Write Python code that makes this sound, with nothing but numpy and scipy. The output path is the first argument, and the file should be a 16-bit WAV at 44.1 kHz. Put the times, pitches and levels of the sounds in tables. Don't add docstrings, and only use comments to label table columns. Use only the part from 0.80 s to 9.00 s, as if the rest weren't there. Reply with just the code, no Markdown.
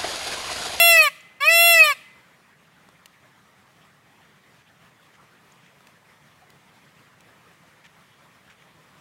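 import sys
import numpy as np
from scipy import signal
from scipy.fft import rfft, irfft
from scipy.io import wavfile
from scipy.ndimage import uniform_filter1d

SR = 44100
rng = np.random.default_rng(int(sys.argv[2]) if len(sys.argv) > 2 else 0)


def persist_wave(psi):
    counts = np.round(np.clip(psi, -1, 1) * 32767).astype(np.int16)
    wavfile.write(sys.argv[1], SR, np.atleast_2d(counts).T)


N = 361646

# (start [s], pitch starts to sag [s], end [s], top pitch [Hz], effort [dB])
WAILS = [(-.195, 0.12, .289, 682, 2.6), (0.602, .933, 1.136, 681.9, 1.9)]
# (frequency [Hz], width between -6 dB points [Hz], level [dB])
VOICE_RESONANCES = [(738, 200, -19), (1134, 130, -13.5), (1425, 64, -28.5), (1652, 290, -18),
                    (1971.4, 90, -15), (2270, 226, -12.5), (2544, 110, -8), (2700, 134.0, -14.5),
                    (3013, 140, -20.5), (3398, 230, -22), (3667, 47, -25.0), (4036.6, 170, -27),
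                    (4390, 390, -24), (5300, 340, -24.5), (5960, 1100, -36.5), (7208, 650, -30),
                    (7930, 300, -27.5), (8740, 350, -25.5), (9560, 400, -29), (10480, 740, -28.5),
                    (11490, 320, -27.5), (12220, 180, -28.5), (12930, 490, -30.5), (13700, 2783.0, -34),
                    (15650, 500, -35)]
# (frequency [Hz], width [Hz], depth [dB])
DEAD_SPOTS = [(1500, 98, -10), (3320, 80, -6), (4770, 130, -9), (6300, 290, -15.5)]
# (frequency [Hz], time to fall 60 dB [s])
PARK_T60 = [(500, 0.5), (2000, 0.97), (3000, 0.8352), (5000, 0.72), (9000, 0.5738), (15000, 0.544)]
# (frequency [Hz], level [dB])
PARK_COLOUR = [(650, -25.5), (1200, -24), (1500, -28.5), (1950, -21.5), (2015, -18), (2042, -4.5),
               (2080, -15), (2300, -15.5), (2700, -20), (3100, -21), (3600, -25), (6000, -29.5),
               (9000, -23.5), (16000, -34)]
# (frequency [Hz], relative density [dB per Hz])
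AIR_SPECTRUM = [(25, -44), (48, -23), (97, -6), (153, 1), (290, -9), (800, -9.5), (1200, -7), (1480, -11),
                (1890, -7.5), (2700, -15), (3300, -15.5), (4400, -21), (9000, -26), (15500, -31.5)]
# (time [s], peak level [dB], ring [Hz], ring before doubling, against the snap [dB])
TICKS = [(0.407, -42.5, 7100, 7.5), (2.0888, -40.5, 950, 10), (2.258, -31.5, 2500, -8),
         (4.721, -46, 6720, 14), (5.006, -42.5, 1310, 16), (5.071, -34.5, 2700, -3.5),
         (5.7032, -37, 2500, -3), (6.407, -37.5, 2380, -10.5), (7.822, -43.5, 2160, 23)]
# (frequency [Hz], level [dB])
TICK_COLOUR = [(200, -8), (1000, -4), (4500, -2.5), (8000, -4.5), (12000, -13), (16000, -10.5)]
# (middle [s], frequency [Hz], level before the swell [dB])
PIPS = [(2.365, 1796, -61), (2.447, 645, -58.5), (5.163, 1753, -57), (5.627, 747, -55)]
# (middle [s], length [s], level before the swell [dB])
RUSTLES = [(3.781, 0.124, -60), (4.349, 0.04, -56.5), (4.854, 0.1, -59.5), (7.057, 0.042, -51),
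           (7.713, 0.04, -51.5)]
# (frequency [Hz], level [dB])
RUSTLE_COLOUR = [(500, -30), (1500, 3), (2300, 3), (3300, -2), (4500, -11.5), (7000, -11), (10000, -26),
                 (16000, -31)]

LEAD_S = .25
SCOOP_S, SCOOP_HZ_PER_S, SCOOP_BEND_S = .1, 1240, .012
CREEP_S, CREEP_HZ_PER_S = .235, 100
SAG_HZ_PER_S, SAG_BEND_S = 580, .022
DROP_HZ, DROP_S = 62, .019
FULL_HZ, FULL_BEND_HZ, WEAK_DB_PER_HZ = 616, 6, .15
ATTACK_S, RELEASE_S = .006, .004
SWELL_DB, SWELL_S, FADE_DB, FADE_S = -3, .09, -3, .012
CLEAN_HZ, CLEAN_WIDTH_HZ = 668.7, 5.9
BRASSY_DB, HOARSE_DB, SHARPEN_DB_PER_S = 2.5, -11, 9.5
BREAK_HZ, BREAK_WIDTH_HZ, BREAK_DB = 630, 7.4, -5.5
ROUGH_CLEAN, ROUGH_HOARSE = .25, .85
AIR_DB, AIR_DB_PER_S = -57.5, .21
EDGE_HZ = 15900


def gain_of(db):
    return 10 ** (np.asarray(db) / 20)


def evened(x):
    return x / np.sqrt(np.mean(x ** 2) + 1e-20)


def read(points, hz):
    f, value = np.transpose(points)
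    return np.interp(np.log(hz + 1), np.log(f + 1), value)


def add(mix, s, sound):
    part = mix[max(round(s * SR), 0):][:len(sound)]
    part += sound[:len(part)]


def band_noise(size, hz, width_hz):
    f = np.fft.rfftfreq(size, 1 / SR)
    bell = np.exp(-.5 * ((f - hz) / width_hz) ** 2)
    return evened(irfft(rfft(rng.standard_normal(size)) * bell, size))


def causal(gain):
    both_sides = np.r_[gain, gain[-2:0:-1]]
    log_gain = np.log(np.maximum(both_sides, 1e-5))
    return np.fft.ifft(np.exp(np.conj(signal.hilbert(log_gain)))).real


def knee(x, bend):
    return bend * np.logaddexp(0, x / bend)


def wail(start, sag_at, end, top_hz, db):
    t = np.arange(start, end, 1 / SR)
    age, left = t - start, end - t
    scoop = SCOOP_HZ_PER_S * knee(SCOOP_S - age, SCOOP_BEND_S)
    creep = CREEP_HZ_PER_S * knee(CREEP_S - age, SCOOP_BEND_S)
    sag = SAG_HZ_PER_S * knee(t - sag_at, SAG_BEND_S)
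    drop = DROP_HZ * np.exp(-left / DROP_S)
    hz = top_hz - scoop - creep - sag - drop

    gate = np.minimum(age / ATTACK_S, 1) * np.minimum(left / RELEASE_S, 1)
    effort_db = db + SWELL_DB * np.exp(-age / SWELL_S) + FADE_DB * np.exp(-left / FADE_S)
    weak_db = WEAK_DB_PER_HZ * knee(FULL_HZ - hz, FULL_BEND_HZ)
    strength = gate * gain_of(effort_db - weak_db)

    clean = 1 / (1 + np.exp((CLEAN_HZ - hz) / CLEAN_WIDTH_HZ))
    hoarse_db = HOARSE_DB + SHARPEN_DB_PER_S * (age - age.mean())
    break_db = BREAK_DB * np.exp(-((hz - BREAK_HZ) / BREAK_WIDTH_HZ) ** 2)
    bright_db = clean * BRASSY_DB + (1 - clean) * hoarse_db + break_db
    rough = clean * ROUGH_CLEAN + (1 - clean) * ROUGH_HOARSE
    return hz, strength, bright_db, rough


def syrinx(hz, strength, bright_db, rough, flutter=.003, flutter_hz=68, jitter=.0065, jitter_hz=80,
           bright_hz=5000, hiss_db=-12, waver_db=5, waver_hz=18, waver_above_hz=3000, count=31):
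    size = len(hz)
    unrest = np.clip(rough, 0, 1) ** 2
    wobble = flutter * band_noise(size, flutter_hz, 24)
    wobble = wobble + jitter * band_noise(size, jitter_hz, jitter_hz / 2)
    turns = np.cumsum(hz * (1 + unrest * wobble)) / SR
    k = np.arange(1, count + 1)[:, None]
    lift_db = bright_db / (1 + (bright_hz / (k * hz)) ** 4)
    heights = gain_of(lift_db) * (k * hz < SR / 2)
    waver = np.array([band_noise(size, 0, waver_hz) for _ in k])
    waver_share = 1 / (1 + (waver_above_hz / (k * hz)) ** 4)
    heights = heights * gain_of(waver_db * unrest * waver * waver_share)
    pulses = (heights * np.cos(2 * np.pi * k * turns)).sum(0)
    puffs = 1 + np.cos(2 * np.pi * turns)
    rasp = gain_of(hiss_db) * unrest * puffs * band_noise(size, 11500, 2800)
    return strength * (pulses + rasp)


def throat(size=4096):
    f = np.fft.rfftfreq(size, 1 / SR)
    power = sum(gain_of(db) ** 2 / (1 + (2 * (f - hz) / width) ** 2) ** 2
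                for hz, width, db in VOICE_RESONANCES)
    dips_db = sum(db / (1 + (2 * (f - hz) / width) ** 4) for hz, width, db in DEAD_SPOTS)
    return causal(np.sqrt(power) * gain_of(dips_db))


def fan(x, size=2048, most=.5, above_hz=4500, t60=.03):
    t, f = np.arange(size) / SR, np.fft.rfftfreq(size, 1 / SR)
    late = rng.standard_normal(size) * gain_of(-60 * t / t60) * (t > .001)
    scatter = rfft(late / np.linalg.norm(late))
    share = most / (1 + (above_hz / (f + 1)) ** 4)
    path = irfft(np.sqrt(1 - share ** 2) + share * scatter, size)
    return signal.oaconvolve(x, np.fft.fftshift(path))[size // 2:][:len(x)]


def park(x, near_db=-25, near_t60=.17, far_db=-28):
    t = np.arange(SR) / SR
    hz, frame_s, z = signal.stft(rng.standard_normal(SR), SR, nperseg=256)
    decay = gain_of(-60 * frame_s / read(PARK_T60, hz)[:, None])
    far = signal.istft(z * decay, SR)[1][:SR] * np.clip(t / .019, 0, 1)
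    near = rng.standard_normal(SR) * gain_of(-60 * t / near_t60) * (t > .003)
    echoes = gain_of(near_db) * near / np.linalg.norm(near)
    echoes = echoes + gain_of(far_db) * far / np.linalg.norm(far)
    colour = causal(gain_of(read(PARK_COLOUR, np.fft.rfftfreq(2048, 1 / SR))))
    return signal.fftconvolve(x, signal.fftconvolve(echoes, colour))[:len(x)]


def air(patchy_db=1.5, flicker_db=1.0):
    frames, hz = N // 512 + 5, np.fft.rfftfreq(2048, 1 / SR)
    a, b, patches = rng.standard_normal((frames, len(hz), 3)).T
    patches = uniform_filter1d(patches, size=14, axis=0)
    patches = evened(uniform_filter1d(patches, size=5, axis=1))
    flicker = evened(uniform_filter1d(rng.standard_normal(frames), size=6))
    level_db = read(AIR_SPECTRUM, hz)[:, None] + patchy_db * patches + flicker_db * flicker
    z = (a + 1j * b) * gain_of(level_db)
    noise = signal.istft(z, nperseg=2048, noverlap=1536)[1][:N]
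    return evened(noise) * gain_of(AIR_DB + AIR_DB_PER_S * np.arange(N) / SR)


def patter(per_s=18, least_db=-66, spread_db=2, low_hz=850, high_hz=3300):
    out = np.zeros(N)
    for when, pitch, size, slow in rng.random((int(per_s * N / SR), 4)):
        db = least_db + spread_db * min(-np.log(1 - size), 3)
        hz = low_hz * (high_hz / low_hz) ** pitch
        add(out, *pip(when * N / SR, hz, db, length=.033 + .057 * slow, spread=.15))
    return out


def tick(s, db, hz, ring_db, width_hz=900, chatter=.3, t60=.018, size=2048):
    t, f = np.arange(size) / SR, np.fft.rfftfreq(size, 1 / SR)
    snap = (t == 0) + chatter * rng.standard_normal(size) * gain_of(-60 * t / t60)
    ring = 2 * gain_of(ring_db) / (1 + (2 * (f - hz) / width_hz) ** 2)
    sound = signal.fftconvolve(snap, causal(gain_of(read(TICK_COLOUR, f)) + ring))
    return s, gain_of(db) * sound / abs(sound).max()


def pip(s, hz, db, length=.054, spread=.064):
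    size = int(length * SR)
    return s - length / 2, gain_of(db) * band_noise(size, hz, spread * hz) * np.hanning(size)


def rustle(s, length, db, grain_db=4, clump_db=3):
    size = int(length * SR)
    noise = rng.standard_normal(size)
    uneven_db = grain_db * rng.standard_normal(size) + clump_db * band_noise(size, 0, 150)
    grains = noise * gain_of(uneven_db)
    colour = gain_of(read(RUSTLE_COLOUR, np.fft.rfftfreq(size, 1 / SR)))
    sound = irfft(rfft(grains) * colour, size)
    swell = np.sin(np.linspace(0, np.pi, size))
    return s - length / 2, gain_of(db) * evened(sound) * swell


def scene():
    pulses = np.zeros(round(LEAD_S * SR) + N)
    small_sounds = np.zeros(N)
    for row in WAILS:
        add(pulses, LEAD_S + row[0], syrinx(*wail(*row)))
    for row in TICKS:
        add(small_sounds, *tick(*row))
    for row in RUSTLES:
        add(small_sounds, *rustle(*row))
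    for row in PIPS:
        add(small_sounds, *pip(*row))
    direct = fan(signal.oaconvolve(pulses, throat())[:len(pulses)])
    voice = direct + park(pulses)
    return (voice[-N:] + small_sounds + patter() + air())[None]


def record(dry):
    low_pass = signal.firwin(511, EDGE_HZ, window=("kaiser", 9), fs=SR)
    return signal.oaconvolve(dry, low_pass[None], "same")


dry = scene()
out = record(dry)
persist_wave(out)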